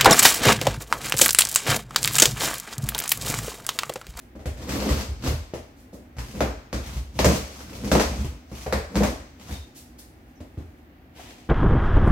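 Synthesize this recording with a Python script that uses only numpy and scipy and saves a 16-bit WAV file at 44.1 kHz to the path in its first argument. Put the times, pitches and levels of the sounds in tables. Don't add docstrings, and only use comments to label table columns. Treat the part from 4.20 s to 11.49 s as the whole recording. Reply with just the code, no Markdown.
import sys
import numpy as np
from scipy import signal
from scipy.fft import rfft, irfft, next_fast_len
from scipy.io import wavfile
from scipy.ndimage import uniform_filter1d

SR = 44100
rng = np.random.default_rng(int(sys.argv[2]) if len(sys.argv) > 2 else 0)


def dump(signal):
    limited = np.clip(np.atleast_2d(signal).T, -1, 1)
    pcm = np.round(limited * 32767).astype(np.int16)
    wavfile.write(sys.argv[1], SR, pcm)


N = 321489
TIME = np.arange(N) / SR

# (start [s], length [s], swell over stroke [dB], rasp [dB], panel [dB], boom [dB])
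CUT_STROKES = [ (0.37, 0.068, 11, -49.5, -41.5, -36), (0.495, 0.315, 0.5, -36, -27.5, -32),
               (1.045, 0.039, 3, -35, -25, -22.5), ]
# (start [s], length [s], swell [dB], rasp [dB], panel [dB], boom [dB])
PULL_STROKES = [ (1.995, 0.12, 4, -43, -43, -34), (2.15, 0.047, 0, -38.5, -31.5, -29),
                (2.66, 0.038, -5, -35.5, -43, -28), (2.735, 0.036, 0.5, -37.5, -37.5, -27.5),
                (2.965, 0.022, 0, -38, -38, -26), (3.075, 0.082, -4, -26, -18, -27),
                (3.27, 0.35, 6.5, -43, -45, -39.5), (3.645, 0.068, -1.5, -33.5, -25, -29),
                (3.92, 0.052, -6, -42, -30.5, -23), (4.015, 0.036, -6, -38, -29.5, -16),
                (4.315, 0.13, 3, -41, -56, -39), (4.765, 0.072, 5.5, -30.5, -19, -39),
                (5.21, 0.063, -11, -45, -52, -60), (5.295, 0.041, 5.5, -33.5, -39.5, -25), ]
# (time [s], crack [dB], panel [dB], boom [dB], contact pitch [Hz], shower decay [s])
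SNAP_BLOWS = [ (0.3733, -46, -58, -37, 202, 0.0024), (2.2063, -18.5, -16.5, -21, 463, 0.0038),
              (2.529, -25, -26.5, -21, 320, 0.041), (2.9906, -16, -17, -15.5, 510, 0.014),
              (3.0455, -12, -13, -12.5, 523, 0.0066), (3.7165, -14.5, -14, -16, 238, 0.0058),
              (3.752, -19.5, -12, -37, 230, 0.004), (3.798, -14.5, -23, -28, 372, 0.016),
              (4.5255, -19.5, -19, -21, 364, 0.0028), (4.756, -21.5, -19.5, -16.5, 222, 0.02),
              (4.835, -21, -20.5, -20.5, 270, 0.026), ]
# (time [s], crack [dB], panel [dB], boom [dB], contact pitch [Hz], shower decay [s])
KNOCK_BLOWS = [ (0.153, -48, -38, -39, 216, 0.0071), (0.193, -43, -42.5, -38, 442, 0.02),
               (0.2575, -29, -34, -22.5, 285, 0.01), (1.3366, -28.5, -36, -36.5, 350, 0.016),
               (1.730, -56, -37.5, -41, 280, 0.029), (1.967, -37.5, -50, -29.5, 230, 0.0072),
               (1.985, -27, -43, -28.5, 200, 0.007), (3.405, -34.5, -42, -53, 720, 0.0028),
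               (4.316, -45, -35.5, -34.5, 200, 0.0042), (4.4625, -28.5, -27.5, -29, 450, 0.007),
               (5.292, -34, -36, -44, 250, 0.013), ]
# (time [s], tap [dB], knock [dB], thud [dB], contact pitch [Hz], shower decay [s])
STEP_BLOWS = [ (6.204, -40.5, -34.5, -39.5, 231, 0.0049), (6.374, -54, -34, -29.5, 165, 0.027),
              (6.995, -35.5, -44, -62, 710, 0.0058), ]
# (start [s], length [s], swell [dB], level [dB])
SLEEVE_STROKES = [ (0.0, 0.047, -6, -61), (1.565, 0.066, 0, -58.5), (1.733, 0.027, -11, -50),
                  (5.55, 0.033, 2, -45.5), (5.791, 0.0084, -19.5, -45), (5.97, 0.63, 0, -70), ]
# (start [s], length [s], swell [dB], level [dB])
SCUFF_STROKES = [(6.985, 0.26, -15, -49.5)]
# (time [s], level [dB])
WALL_FLEXES = [(0.70, -19), (0.883, -25), (1.10, -20.5), (2.758, -26), (3.21, -35), (4.11, -36.5)]
# (start [s], length [s], pitch [Hz], level [dB])
SQUEAK_TONES = [(5.335, 0.066, 3670, -50), (6.157, 0.004, 6200, -70), (6.16, 0.02, 5600, -72)]

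# (frequency [Hz], density [dB per Hz])
BLADE_SPECTRUM = [(350, -29), (700, -8), (1100, -8), (1700, -13.5), (2700, -13), (3700, -15), (4900, -12),
                  (6500, -17), (7900, -15.5), (9300, -50), (11500, -12.5), (13200, -40), (14200, -25),
                  (16000, -35)]
# (frequency [Hz], density [dB per Hz])
RUB_SPECTRUM = [(410, -15), (700, -3), (863, -5.5), (1230, -9), (1710, -13), (1800, -12), (1940, -10),
                (2130, -8.5), (4260, -12), (5990, -9), (9350, -19.5), (12800, -15.5), (16000, -32)]
# (frequency [Hz], density [dB per Hz])
SNAP_SPECTRUM = [(300, -34), (650, 3), (1050, -4.5), (1400, -4), (1950, -7.5), (2400, -8.5), (3200, -14.5),
                 (3900, -10.5), (6000, -10), (7700, -14), (9300, -24.5), (13100, -16), (16000, -55)]
# (frequency [Hz], density [dB per Hz])
KNOCK_SPECTRUM = [(350, -36.5), (750, 0.5), (1100, -9.5), (2000, -9), (3500, -13.5), (6500, -12),
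                  (9000, -22.5), (13000, -18), (16000, -51)]
# (frequency [Hz], density [dB per Hz])
SCUFF_SPECTRUM = [(250, -8), (500, -9), (750, -5), (1200, -18), (1900, -10.5), (2900, -9.5), (4000, -15),
                  (7000, -16.5), (9500, -25), (12700, -22), (16000, -37)]
# (frequency [Hz], density [dB per Hz])
SLEEVE_SPECTRUM = [(1500, -10), (3500, -2.5), (6000, 1), (10000, -2.5), (13500, -2), (16000, -15)]
# (frequency [Hz], density [dB per Hz])
AIR_SPECTRUM = [(15, -28), (25, -10.5), (70, 0), (149, -12), (175, -12), (206, -11), (270, -5.5),
                (363, -13.5), (416, -18.5), (818, -19.5), (962, -26), (1890, -25), (9070, -51),
                (14800, -39), (16000, -47)]

# (frequency [Hz], width [Hz], level [dB])
BOX_BOOM_MODES = [(63.9, 10.2, 8.5), (77.3, 14.8, 2), (119, 11.2, -0.5)]
# (frequency [Hz], width [Hz], level [dB])
BOX_PANEL_MODES = [(167.6, 51, -0.5), (210.8, 17.4, 6.5), (238, 6.8, 3), (282.4, 28.6, 1.5), (312, 26, 0),
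                   (371, 45, -6.5), (487, 55, 3.5), (581, 23.4, -13), (690, 38, -9.5), (713, 670, -5.5)]
# (frequency [Hz], width [Hz], level [dB])
STEP_KNOCK_MODES = [(138, 47, -22), (238, 25, 4), (297, 24, 3.5), (580, 73, 0.5)]
# (frequency [Hz], width [Hz], level [dB])
STEP_THUD_MODES = [(81.4, 13, 0)]

# (frequency [Hz], relative level [dB])
FAN_TONES = [(242.2, -56.5), (269.2, -95), (312.2, -63), (360.7, -66.5)]
# (time [s], frequency [Hz])
WHINE_PITCH = [(0, 15100), (1.6, 15100), (2.8, 15250), (4.0, 15600), (4.7, 15750), (5.6, 15400),
               (6.6, 15200), (7.29, 15250)]
# (frequency [Hz], T60 [s])
GARAGE_T60 = [(60, 0.14), (200, 0.2), (500, .5), (1500, 0.77), (5000, 0.82), (9000, 0.63), (15000, 0.28)]
# (frequency [Hz], reverberant over direct [dB])
GARAGE_WET = [(60, -3.5), (150, -12), (400, -0.5), (1200, 6), (5000, 7.5), (14000, 6)]
# (frequency [Hz], left minus right [dB])
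STEREO_LEAN = [(60, 0.5), (150, -1.3), (700, 2), (3000, 1.7), (5000, 2), (8000, -1), (13000, -2)]
# (delay left [s], delay right [s], level [dB])
FIRST_ECHOES = [(.0031, 0.0031, -15.5), (.0099, 0.008, -8), (0.0156, .0151, -10)]

PORT_SPACING_M, SOUND_SPEED_M_S = 0.17, 343
WAVER_DB, WAVER_S = 2.54, 0.0089
FLEX_S = 0.016
POP_AT_S, POP_HZ, POP_WIDTH_HZ, POP_DB = 1.3368, 453, 205, -12.5
REBOUND_S, REBOUND_HZ, REBOUND_LENGTH_S = 0.018, 202, 0.0082
REBOUND_CRACK_DB, REBOUND_PANEL_DB, REBOUND_BOOM_DB = -20.5, -11, -5


def from_db(db):
    return 10 ** (np.asarray(db) / 20)


def rms_one(x):
    return x / np.sqrt(np.mean(x ** 2) + 1e-20)


def at_hz(points, hz):
    f, value = np.transpose(points)
    return np.interp(np.log(np.maximum(hz, 1)), np.log(f), value)


def die_away(age):
    return np.exp(-np.clip(age, 0, 20))


def linger(x, seconds):
    r = np.exp(-1 / (seconds * SR))
    return signal.lfilter([1 - r], [1, -r], x + 1e-18)


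def steady(x, span_s):
    span = int(span_s * SR) + 1
    power = uniform_filter1d(uniform_filter1d(x * x, span), span)
    return x / np.sqrt(np.abs(power) + 1e-14)


def colour(x, spectrum, size=4096):
    log_gain = np.log(from_db(at_hz(spectrum, np.fft.rfftfreq(size, 1 / SR))))
    cepstrum = irfft(log_gain)
    cepstrum[1:size // 2] *= 2
    cepstrum[size // 2 + 1:] = 0
    impulse = irfft(np.exp(rfft(cepstrum)))
    return signal.oaconvolve(x, impulse)[:len(x)]


def resonate(x, modes):
    out = 0
    for k, (hz, width_hz, db) in enumerate(modes):
        r = np.exp(-np.pi * width_hz / SR)
        poles = [1, -2 * r * np.cos(2 * np.pi * hz / SR), r * r]
        ring = signal.lfilter([1, 0, -1], poles, x + 1e-18)
        out = out + (-1) ** k * from_db(db) * (1 - r * r) / 2 * ring
    return out


def contact(force, hz):
    band = signal.butter(1, [hz / 1.5, hz * 1.5], "band", fs=SR, output="sos")
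    return signal.sosfilt(band, force)


def grains(per_s, spread_db, size=N):
    strength = from_db(spread_db * np.minimum(rng.exponential(1, size), 4))
    return (rng.random(size) < per_s / SR) * strength * rng.choice([-1, 1], size)


def diffuse_pair(size):
    alike = np.sinc(2 * np.fft.rfftfreq(size, 1 / SR) * PORT_SPACING_M / SOUND_SPEED_M_S)
    mid, side = rfft(rng.standard_normal((2, size)))
    return np.sqrt(1 + alike) * mid + np.sqrt(1 - alike) * side * [[1], [-1]]


def stroke_gain(strokes, attack_s, release_s, column=0):
    power = np.zeros(N)
    for start_s, length_s, swell_db, *levels_db in strokes:
        t = TIME - start_s
        progress = np.clip(t / length_s, 0, 1)
        hold = from_db(levels_db[column] + swell_db * (progress - .5))
        onset = die_away(-t / attack_s)
        release = die_away((t - length_s) / release_s)
        power += (onset * hold * release) ** 2
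    waver = rms_one(linger(linger(rng.standard_normal(N), WAVER_S), WAVER_S))
    return np.sqrt(power) * from_db(WAVER_DB * waver)


def blows(rows, spectrum, body_modes, low_modes, hard_hz, crumble, crack_db, body_db, low_db, size=16384):
    out = np.zeros(N + size)
    t = np.arange(size) / SR
    release = np.exp(-2 * np.pi * hard_hz * np.minimum(t, .005))
    for time_s, crack, body, low, contact_hz, length_s in rows:
        shower = grains(3000, 5.0, size) * np.exp(-t / max(length_s, .001))
        force = release / release.sum() + crumble * shower / (np.linalg.norm(shower) + 1e-12)
        parts = [
            (colour(force, spectrum), crack + crack_db),
            (resonate(contact(force, contact_hz), body_modes), body + body_db),
            (resonate(force, low_modes), low + low_db),
        ]
        first = int(time_s * SR)
        for part, db in parts:
            out[first:first + size] += from_db(db) * rms_one(part)
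    return out[:N]


def scrape(strokes, attack_s, release_s, spectrum, slips_per_s, jitter, slip_s, fibres_per_s, spread_db,
           drag, contact_hz, rasp_db, panel_db, boom_db):
    chance = rng.standard_normal((4000, 2))
    gaps_s = np.exp(jitter * chance[:, 0]) / slips_per_s
    at = (np.cumsum(gaps_s) * SR).astype(int)
    slips = np.zeros(N)
    slips[at[at < N]] = from_db(spread_db * chance[at < N, 1])
    effort = rms_one(linger(slips, slip_s))
    fibres = rms_one(grains(fibres_per_s, spread_db) * (drag + effort))
    force = rms_one(slips) + fibres

    rasp = steady(colour(fibres, spectrum), 0.025)
    panel = steady(resonate(contact(force, contact_hz), BOX_PANEL_MODES), 0.013)
    boom = steady(resonate(force, BOX_BOOM_MODES), 0.074)
    out = np.zeros(N)
    for column, (part, db) in enumerate([(rasp, rasp_db), (panel, panel_db), (boom, boom_db)]):
        out += part * from_db(db) * stroke_gain(strokes, attack_s, release_s, column)
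    return out


def room_air():
    noise = irfft(diffuse_pair(next_fast_len(2 * N)))[:, :N]
    return from_db(-49.45) * rms_one(np.array([colour(side, AIR_SPECTRUM) for side in noise]))


def fan():
    return sum(from_db(db - 4.0) * rms_one(resonate(rng.standard_normal(N), [(hz, 3, 0)]))
               for hz, db in FAN_TONES)


def whine():
    hz = np.interp(TIME, *np.transpose(WHINE_PITCH)) + 1200 * rng.standard_normal((2, N))
    return from_db(-77) * np.sin(2 * np.pi * np.cumsum(hz, axis=1) / SR)


def sleeves():
    hiss = rms_one(colour(grains(7000, 1.9), SLEEVE_SPECTRUM))
    return from_db(-2.0) * stroke_gain(SLEEVE_STROKES, attack_s=0.0045, release_s=0.0097) * hiss


def knocks():
    return blows(KNOCK_BLOWS, KNOCK_SPECTRUM, BOX_PANEL_MODES, BOX_BOOM_MODES, hard_hz=1307.5, crumble=0.83,
                 crack_db=-21.5, body_db=-12.5, low_db=-11.5)


def cuts():
    return scrape(CUT_STROKES, attack_s=0.02, release_s=0.017, spectrum=BLADE_SPECTRUM,
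                  slips_per_s=170, jitter=.6, slip_s=0.0027, fibres_per_s=2000, spread_db=2.5, drag=0.46,
                  contact_hz=268, rasp_db=3.5, panel_db=-1.0, boom_db=-1.0)


def rebounds(snaps):
    return [(time_s + REBOUND_S, crack + REBOUND_CRACK_DB, panel + REBOUND_PANEL_DB,
             boom + REBOUND_BOOM_DB, REBOUND_HZ, REBOUND_LENGTH_S)
            for time_s, crack, panel, boom, _, _ in snaps]


def snaps():
    return blows(SNAP_BLOWS + rebounds(SNAP_BLOWS), SNAP_SPECTRUM, BOX_PANEL_MODES, BOX_BOOM_MODES,
                 hard_hz=9100, crumble=0.7, crack_db=-17, body_db=-13.5, low_db=-15.5)


def flexes():
    gain = np.zeros(N)
    for time_s, db in WALL_FLEXES:
        age = np.clip((TIME - time_s) / FLEX_S, 0, 20)
        gain += from_db(db) * age * np.exp(1 - age)
    return gain * steady(resonate(rng.standard_normal(N), BOX_BOOM_MODES), 0.063)


def edge_pop():
    t = np.maximum(TIME - POP_AT_S, 0)
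    return from_db(POP_DB) * np.sin(2 * np.pi * POP_HZ * t) * die_away(np.pi * POP_WIDTH_HZ * t)


def pulls():
    return scrape(PULL_STROKES, attack_s=0.025, release_s=0.0096, spectrum=RUB_SPECTRUM,
                  slips_per_s=140, jitter=.7, slip_s=0.0026, fibres_per_s=6000, spread_db=4.0, drag=0.25,
                  contact_hz=213, rasp_db=-4.5, panel_db=-3.5, boom_db=-6.0)


def squeaks():
    out = 0
    for start_s, length_s, hz, db in SQUEAK_TONES:
        tone = rms_one(resonate(rng.standard_normal((2, N)), [(hz, 60, 0)]))
        out = out + tone * stroke_gain([(start_s, length_s, 0, db)], attack_s=0.002, release_s=0.039)
    return out


def steps():
    return blows(STEP_BLOWS, KNOCK_SPECTRUM, STEP_KNOCK_MODES, STEP_THUD_MODES, hard_hz=1000, crumble=1.0,
                 crack_db=-24.5, body_db=-16.0, low_db=-11)


def scuff():
    grit = rms_one(colour(grains(1500, 4.7), SCUFF_SPECTRUM))
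    return from_db(0.5) * stroke_gain(SCUFF_STROKES, attack_s=0.019, release_s=0.03) * grit


def reflections(x):
    ports = np.array([np.roll(x, 2), x])
    bright = signal.sosfilt(signal.butter(1, 494, "high", fs=SR, output="sos"), x)
    for left_s, right_s, db in FIRST_ECHOES:
        ports += from_db(db) * np.array([np.interp(TIME - s, TIME, bright) for s in (left_s, right_s)])
    return ports


def garage(x, build_s, early_share, early_s, count=25):
    edges_hz = np.geomspace(50, 17000, count + 1)
    fields = irfft(diffuse_pair(next_fast_len(2 * N)))[:, :2 * N].reshape(2, 2, N)
    direct_db = [(hz, -10 * np.log10(1 + from_db(db) ** 2)) for hz, db in GARAGE_WET]
    direct = colour(x, direct_db)
    out = reflections(direct)
    for k, (low, high) in enumerate(zip(edges_hz, edges_hz[1:])):
        hz = np.sqrt(low * high)
        band = signal.butter(2, [low, high], "band", fs=SR, output="sos")
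        energy = linger(signal.sosfilt(band, direct + 1e-18) ** 2, build_s)
        early = linger(energy, early_s)
        late = linger(energy, at_hz(GARAGE_T60, hz) / np.log(1e6))
        echoes = rms_one(signal.sosfilt(band, fields[:, k % 2]))
        envelope = np.sqrt(early_share * early + (1 - early_share) * late)
        out += from_db(at_hz(GARAGE_WET, hz)) * envelope * echoes
    return np.array([colour(side, [(hz, sign * db / 2) for hz, db in STEREO_LEAN])
                     for side, sign in zip(out, (1, -1))])


def scene():
    box = knocks() + cuts() + snaps() + flexes() + edge_pop() + pulls()
    person = sleeves() + steps() + scuff()
    room = garage(box + person, build_s=0.00028, early_share=0.79, early_s=0.027)
    return room + squeaks() + room_air() + fan() + whine()


def record(dry):
    thin = signal.sosfilt(signal.butter(4, 40, "high", fs=SR, output="sos"), dry)
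    return signal.sosfilt(signal.ellip(10, .2, 80, 15950, fs=SR, output="sos"), thin)


dry = scene()
out = record(dry)
dump(out)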